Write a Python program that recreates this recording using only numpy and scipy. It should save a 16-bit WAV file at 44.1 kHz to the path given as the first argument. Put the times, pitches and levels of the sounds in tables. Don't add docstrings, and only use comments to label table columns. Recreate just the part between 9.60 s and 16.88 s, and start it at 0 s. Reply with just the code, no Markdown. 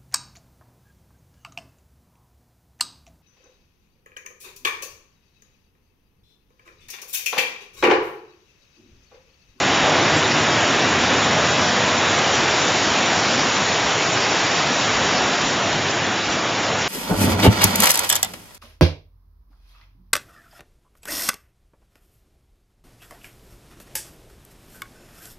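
import sys
import numpy as np
from scipy import signal
from scipy.fft import rfft, irfft
from scipy.io import wavfile
from scipy.ndimage import uniform_filter1d

SR = 44100
rng = np.random.default_rng(int(sys.argv[2]) if len(sys.argv) > 2 else 0)


def output_pcm(signal):
    pcm = np.clip(np.atleast_2d(signal).T, -1, 1) * 32767
    wavfile.write(sys.argv[1], SR, np.round(pcm).astype(np.int16))


def elevation(decibels):
    levels = np.asarray(decibels, float)
    return 10 ** (levels / 20)


N = 321048


# (time [s], jet level [dB], brightness [dB])
SPRAY_COURSE = [(0.0, -20.5, -1), (0.25, -19.5, -2.5), (0.6, -20, -1), (1.2, -20, -1), (1.36, -21, -0.5),
                (1.55, -20, -1), (2.05, -21, 0), (2.6, -20.5, 0), (3.3, -21, 1), (3.7, -21, -0.5),
                (3.9, -21.5, 1), (4.7, -22, 1.5), (5.4, -21.5, 1), (5.68, -21.5, -0.5), (5.85, -22.5, 1),
                (6.1, -23, -0.2), (6.7, -24, -1), (7.28, -23.5, -0.5)]


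def spray():
    s, jet_db, bright_db = np.transpose(SPRAY_COURSE)
    bright_db = curve(s, bright_db)
    hiss_level = elevation(-6.5 + bright_db)
    sides = np.array([[1], [-1]])
    treble = hiss_level * (hiss() + wide_patches() * sides)
    return elevation(curve(s, jet_db)) * (jets() + deep(bright_db) + treble)


# (frequency [Hz], level per Hz [dB])
ROAR_TONE = [(20, -32.5), (48, -25), (72, -16.5), (84, -9), (100, -4), (200, -3), (290, -1.5), (360, -2),
             (530, -2), (690, 0), (900, -2.5)]


def deep(bright_db):
    rumble = wavering(ROAR_TONE, [20, 90, 180, 280, 400], slow_db=1.4, quick_db=0.6, drops_db=-21.5)
    roar = wavering(ROAR_TONE, [400, 553.5, 719, 902], slow_db=-0.17, quick_db=0.46, drops_db=-16.0)
    rumble_level = elevation(-6.5 - 0.18 * bright_db)
    roar_level = elevation(-4 - 0.26 * bright_db)
    return rumble_level * rumble + roar_level * roar


# (frequency [Hz], level per Hz [dB])
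JET_TONE = [(900, -1), (1300, -2.5), (1800, -3), (2200, -4.5), (3000, -6), (3950, -7)]


def jets():
    edges_hz = [896.0, 1400, 2000, 2848, 3350, 3996]
    return wavering(JET_TONE, edges_hz, slow_db=0.08, quick_db=.5, drops_db=-10.0)


def wavering(tone, edges_hz, slow_db, quick_db, drops_db):
    total = 0
    for lo, hi in zip(edges_hz[:-1], edges_hz[1:]):
        level_db = swells(np.sqrt(lo * hi)) + slow_db * walk(2.5) + quick_db * walk(25.0)
        total = total + elevation(level_db) * colour(water(drops_db), tone, lo, hi)
    return amp_rms(total)


def water(drops_db):
    drops_per_s = 2500
    lands = rng.random(N) < drops_per_s / SR
    size_db = 2.67 * rng.exponential(size=N)
    drops = lands * rng.standard_normal(N) * elevation(size_db)
    return rng.standard_normal(N) + elevation(drops_db) * amp_rms(drops)


# (time [s], rise [dB], centre [Hz])
SPRAY_SWELLS = [(0.07, 3.5, 262), (0.32, 4.5, 695), (1.35, 2.5, 1400), (1.8, 1.5, 703), (2.72, 0.5, 753),
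                (3.45, 2.5, 657), (4.15, 1.5, 299), (4.75, 1.5, 694), (5.6, 1.5, 800), (7.13, 3, 510),
                (7.15, 3.5, 160.5)]


def swells(hz):
    half_s, half_octaves = 0.075, 0.61
    t = np.arange(N) / SR
    rise_db = np.zeros(N)
    for s, db, centre_hz in SPRAY_SWELLS:
        octaves = np.log2(hz / centre_hz)
        rise_db += db * np.exp(-(octaves / half_octaves) ** 2 - ((t - s) / half_s) ** 2)
    return rise_db


# (low edge [Hz], level per Hz [dB], flicker [dB])
HISS_STEPS = [(3965, 0, 1.45), (4390, -0.54, 1.4), (5300, 0.5, 0.9), (5500, 1.9, 0.8), (5850, -2, 1.9),
              (6080, -4, 1.5), (6380, -0.5, 1), (7283, -26, 7.5)]
HISS_TOP_HZ = 7580


def hiss():
    shared_db, fine, noise = 0.27 * walk(13.0), ripple(), even_noise()
    tops_hz = [row[0] for row in HISS_STEPS[1:]] + [HISS_TOP_HZ]
    total = 0
    for (lo, db, flicker_db), hi in zip(HISS_STEPS, tops_hz):
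        level_db = db + spits((lo + hi) / 2) + shared_db + flicker_db * walk(32.0)
        total = total + elevation(level_db) * colour(noise, fine, lo, hi)
    return amp_rms(total)


# (time [s], rise [dB], centre [Hz], half length [s])
HISS_SPITS = [(0.368, 3, 4810, .02), (0.72, 6, 4960, .02), (1.09, 4, 5100, .03), (1.22, 3.5, 5000, .02),
              (1.414, 3.5, 4780, 0.022), (2.03, 3.5, 5900, .025), (2.101, 4, 4820, 0.033),
              (2.288, 1.5, 5000, .017), (2.514, 4.5, 6670, 0.021), (2.747, 7, 5900, .025),
              (3.148, 2.5, 4700, .02), (3.594, 5, 5500, 0.022), (3.699, 5, 4800, 0.11),
              (3.81, 4, 5500, 0.027), (4.647, 5, 4820, .04), (5.573, 5, 5000, .025),
              (5.809, 4.5, 4760, .02), (5.898, 4, 5200, .025), (6.405, 2, 4860, .015), (6.73, 7, 6000, .02),
              (7.08, 3.5, 4890, .025), (7.221, 5.5, 5880, .017)]


def spits(hz):
    half_width_hz = 700
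    t = np.arange(N) / SR
    rise_db = np.zeros(N)
    for s, db, centre_hz, half_s in HISS_SPITS:
        rise_db += db * np.exp(-((hz - centre_hz) / half_width_hz) ** 2 - ((t - s) / half_s) ** 2)
    return rise_db


def even_noise():
    size, evenness = 2048, 0.45
    z = signal.stft(rng.standard_normal(N), nperseg=size)[2]
    evened = z / (abs(z) + 1e-9) ** evenness
    return amp_rms(signal.istft(evened, nperseg=size)[1][:N])


def ripple():
    spread_db, spacing_hz = 1.3, 14
    hz = np.arange(HISS_STEPS[0][0] - spacing_hz, HISS_TOP_HZ + spacing_hz, spacing_hz)
    return np.transpose([hz, spread_db * rng.standard_normal(len(hz))])


def wide_patches():
    per_s, length_s, level_db = 5.5, .046, -3
    bottom_hz, top_hz = HISS_STEPS[0][0], HISS_STEPS[-1][0]
    out, size = np.zeros(N), int(length_s * SR)
    f = np.fft.rfftfreq(size, 1 / SR)
    fade = np.sin(np.pi * np.arange(size) / size) ** 1.5
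    for when, where, width in rng.random((int(per_s * N / SR), 3)):
        lo_hz = 4100 + 2300 * where
        band = (f > lo_hz) & (f < min(lo_hz + 900 + 900 * width, top_hz))
        i = int(when * (N - size))
        out[i:i + size] += fade * irfft(rfft(rng.standard_normal(size)) * band, size)
    return elevation(level_db) * out * np.sqrt(SR / 2 / (top_hz - bottom_hz))


# (frequency [Hz], level before load and waver [dB], clear from [s], clear until [s])
PUMP_TONES = [(88.4, -44, -1.5, 3.5), (100.7, -48.5, -0.5, 3.5), (121, -47.5, 0.5, 6),
              (160.6, -47, 2.5, 3.2), (180, -46.5, 1, 3.5), (235.3, -39, 0, 4), (411, -40.5, 3, 3.7),
              (497, -39, 1.4, 2.8)]
# (time [s], level [dB])
LOAD_COURSE = [(0, -4.5), (.9, 1), (2.3, 0), (3.5, -4), (4.3, -3), (5.7, -5), (6.4, -17), (7.28, -17)]


def pump():
    fade_s, faint_db = .2, -8
    t, load_db = np.arange(N) / SR, curve(*np.transpose(LOAD_COURSE))
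    total = np.zeros(N)
    for hz, db, s0, s1 in PUMP_TONES:
        forward = (np.tanh((t - s0) / fade_s) - np.tanh((t - s1) / fade_s)) / 2
        level_db = db + load_db + faint_db * (1 - forward) + 1.4 * walk(4.0)
        turns = hz * t + 0.08 * walk(3.0) + rng.random()
        total += elevation(level_db) * np.sqrt(2) * np.sin(2 * np.pi * turns)
    return total


# (time [s], peak level [dB], frequency [Hz])
LOUD_THUMPS = [(0.114, -37, 67), (0.243, -36, 67), (0.517, -39, 68), (0.81, -40, 68), (1.457, -42, 68),
               (2.736, -40, 69), (3.304, -38, 67), (3.815, -38, 68), (4.262, -35, 67), (5.359, -37, 55),
               (5.453, -37, 68), (5.638, -37, 68), (5.858, -36, 55), (6.142, -38, 60), (6.699, -40, 53),
               (7.255, -41, 60)]


def thumps():
    half_s, soft_count = 0.024, 15
    t, out = np.arange(N) / SR, np.zeros(N)
    # any time, -47.5 dB give or take 2, at 68 Hz
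    soft = [(when * N / SR, -47.5 + 2 * (2 * size - 1), 68) for when, size in rng.random((soft_count, 2))]
    for (s, db, hz), turn in zip(LOUD_THUMPS + soft, rng.random(len(LOUD_THUMPS) + soft_count)):
        i = slice(max(int((s - 4 * half_s) * SR), 0), int((s + 4 * half_s) * SR))
        envelope = np.exp(-((t[i] - s) / half_s) ** 2)
        out[i] += elevation(db) * envelope * np.sin(2 * np.pi * (hz * t[i] + turn))
    return out


def amp_rms(x):
    return x / np.sqrt(np.mean(x ** 2))


def curve(s, v):
    return np.interp(np.arange(N) / SR, s, v)


def colour(x, tone, lo_hz, hi_hz):
    f = np.maximum(np.fft.rfftfreq(N, 1 / SR), 1)
    hz, db = np.transpose(tone)
    gain = elevation(np.interp(np.log(f), np.log(hz), db))
    return irfft(rfft(x) * gain * (f >= lo_hz) * (f < hi_hz), N)


def walk(rate):
    k = int(SR / rate)
    held = np.repeat(rng.standard_normal(N // k + 1), k)
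    w = uniform_filter1d(uniform_filter1d(held, k), k)[:N]
    return w / w.std()


def scene():
    return spray() + pump() + thumps()


# (frequency [Hz], level against the mean bin of the span [dB])
MUTE_BELOW = [(700, -5), (1500, -4.5), (2500, -5.5), (4000, -7.5)]


def mute_weak_slivers(x):
    size, mute_db, soft_db = 2560, -16, 1.0
    follow = 0.89
    f, _, z = signal.stft(x, SR, nperseg=size, noverlap=size * 3 // 4)
    hz, under_db = np.transpose(MUTE_BELOW)
    span = (f > hz[0]) & (f < hz[-1])
    power = uniform_filter1d(uniform_filter1d(abs(z) ** 2, size=3, axis=-2), size=4, axis=-1)
    slow = uniform_filter1d(power[:, span].mean(axis=(0, 1)), size=50)
    norm = slow ** follow * slow.mean() ** (1 - follow)
    over_db = 10 * np.log10(power / norm + 1e-12) - np.interp(f, hz, under_db)[:, None]
    muted = span[:, None] * (1 - np.tanh(over_db / soft_db)) / 2
    return signal.istft(z * elevation(mute_db * muted), SR, nperseg=size, noverlap=size * 3 // 4)[1][:, :N]


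def roll_off(x):
    return signal.sosfilt(signal.butter(12, 7940, fs=SR, output="sos"), x)


def record(dry):
    mix = mute_weak_slivers(dry)
    return roll_off(mix)


dry = scene()
out = record(dry)
output_pcm(out)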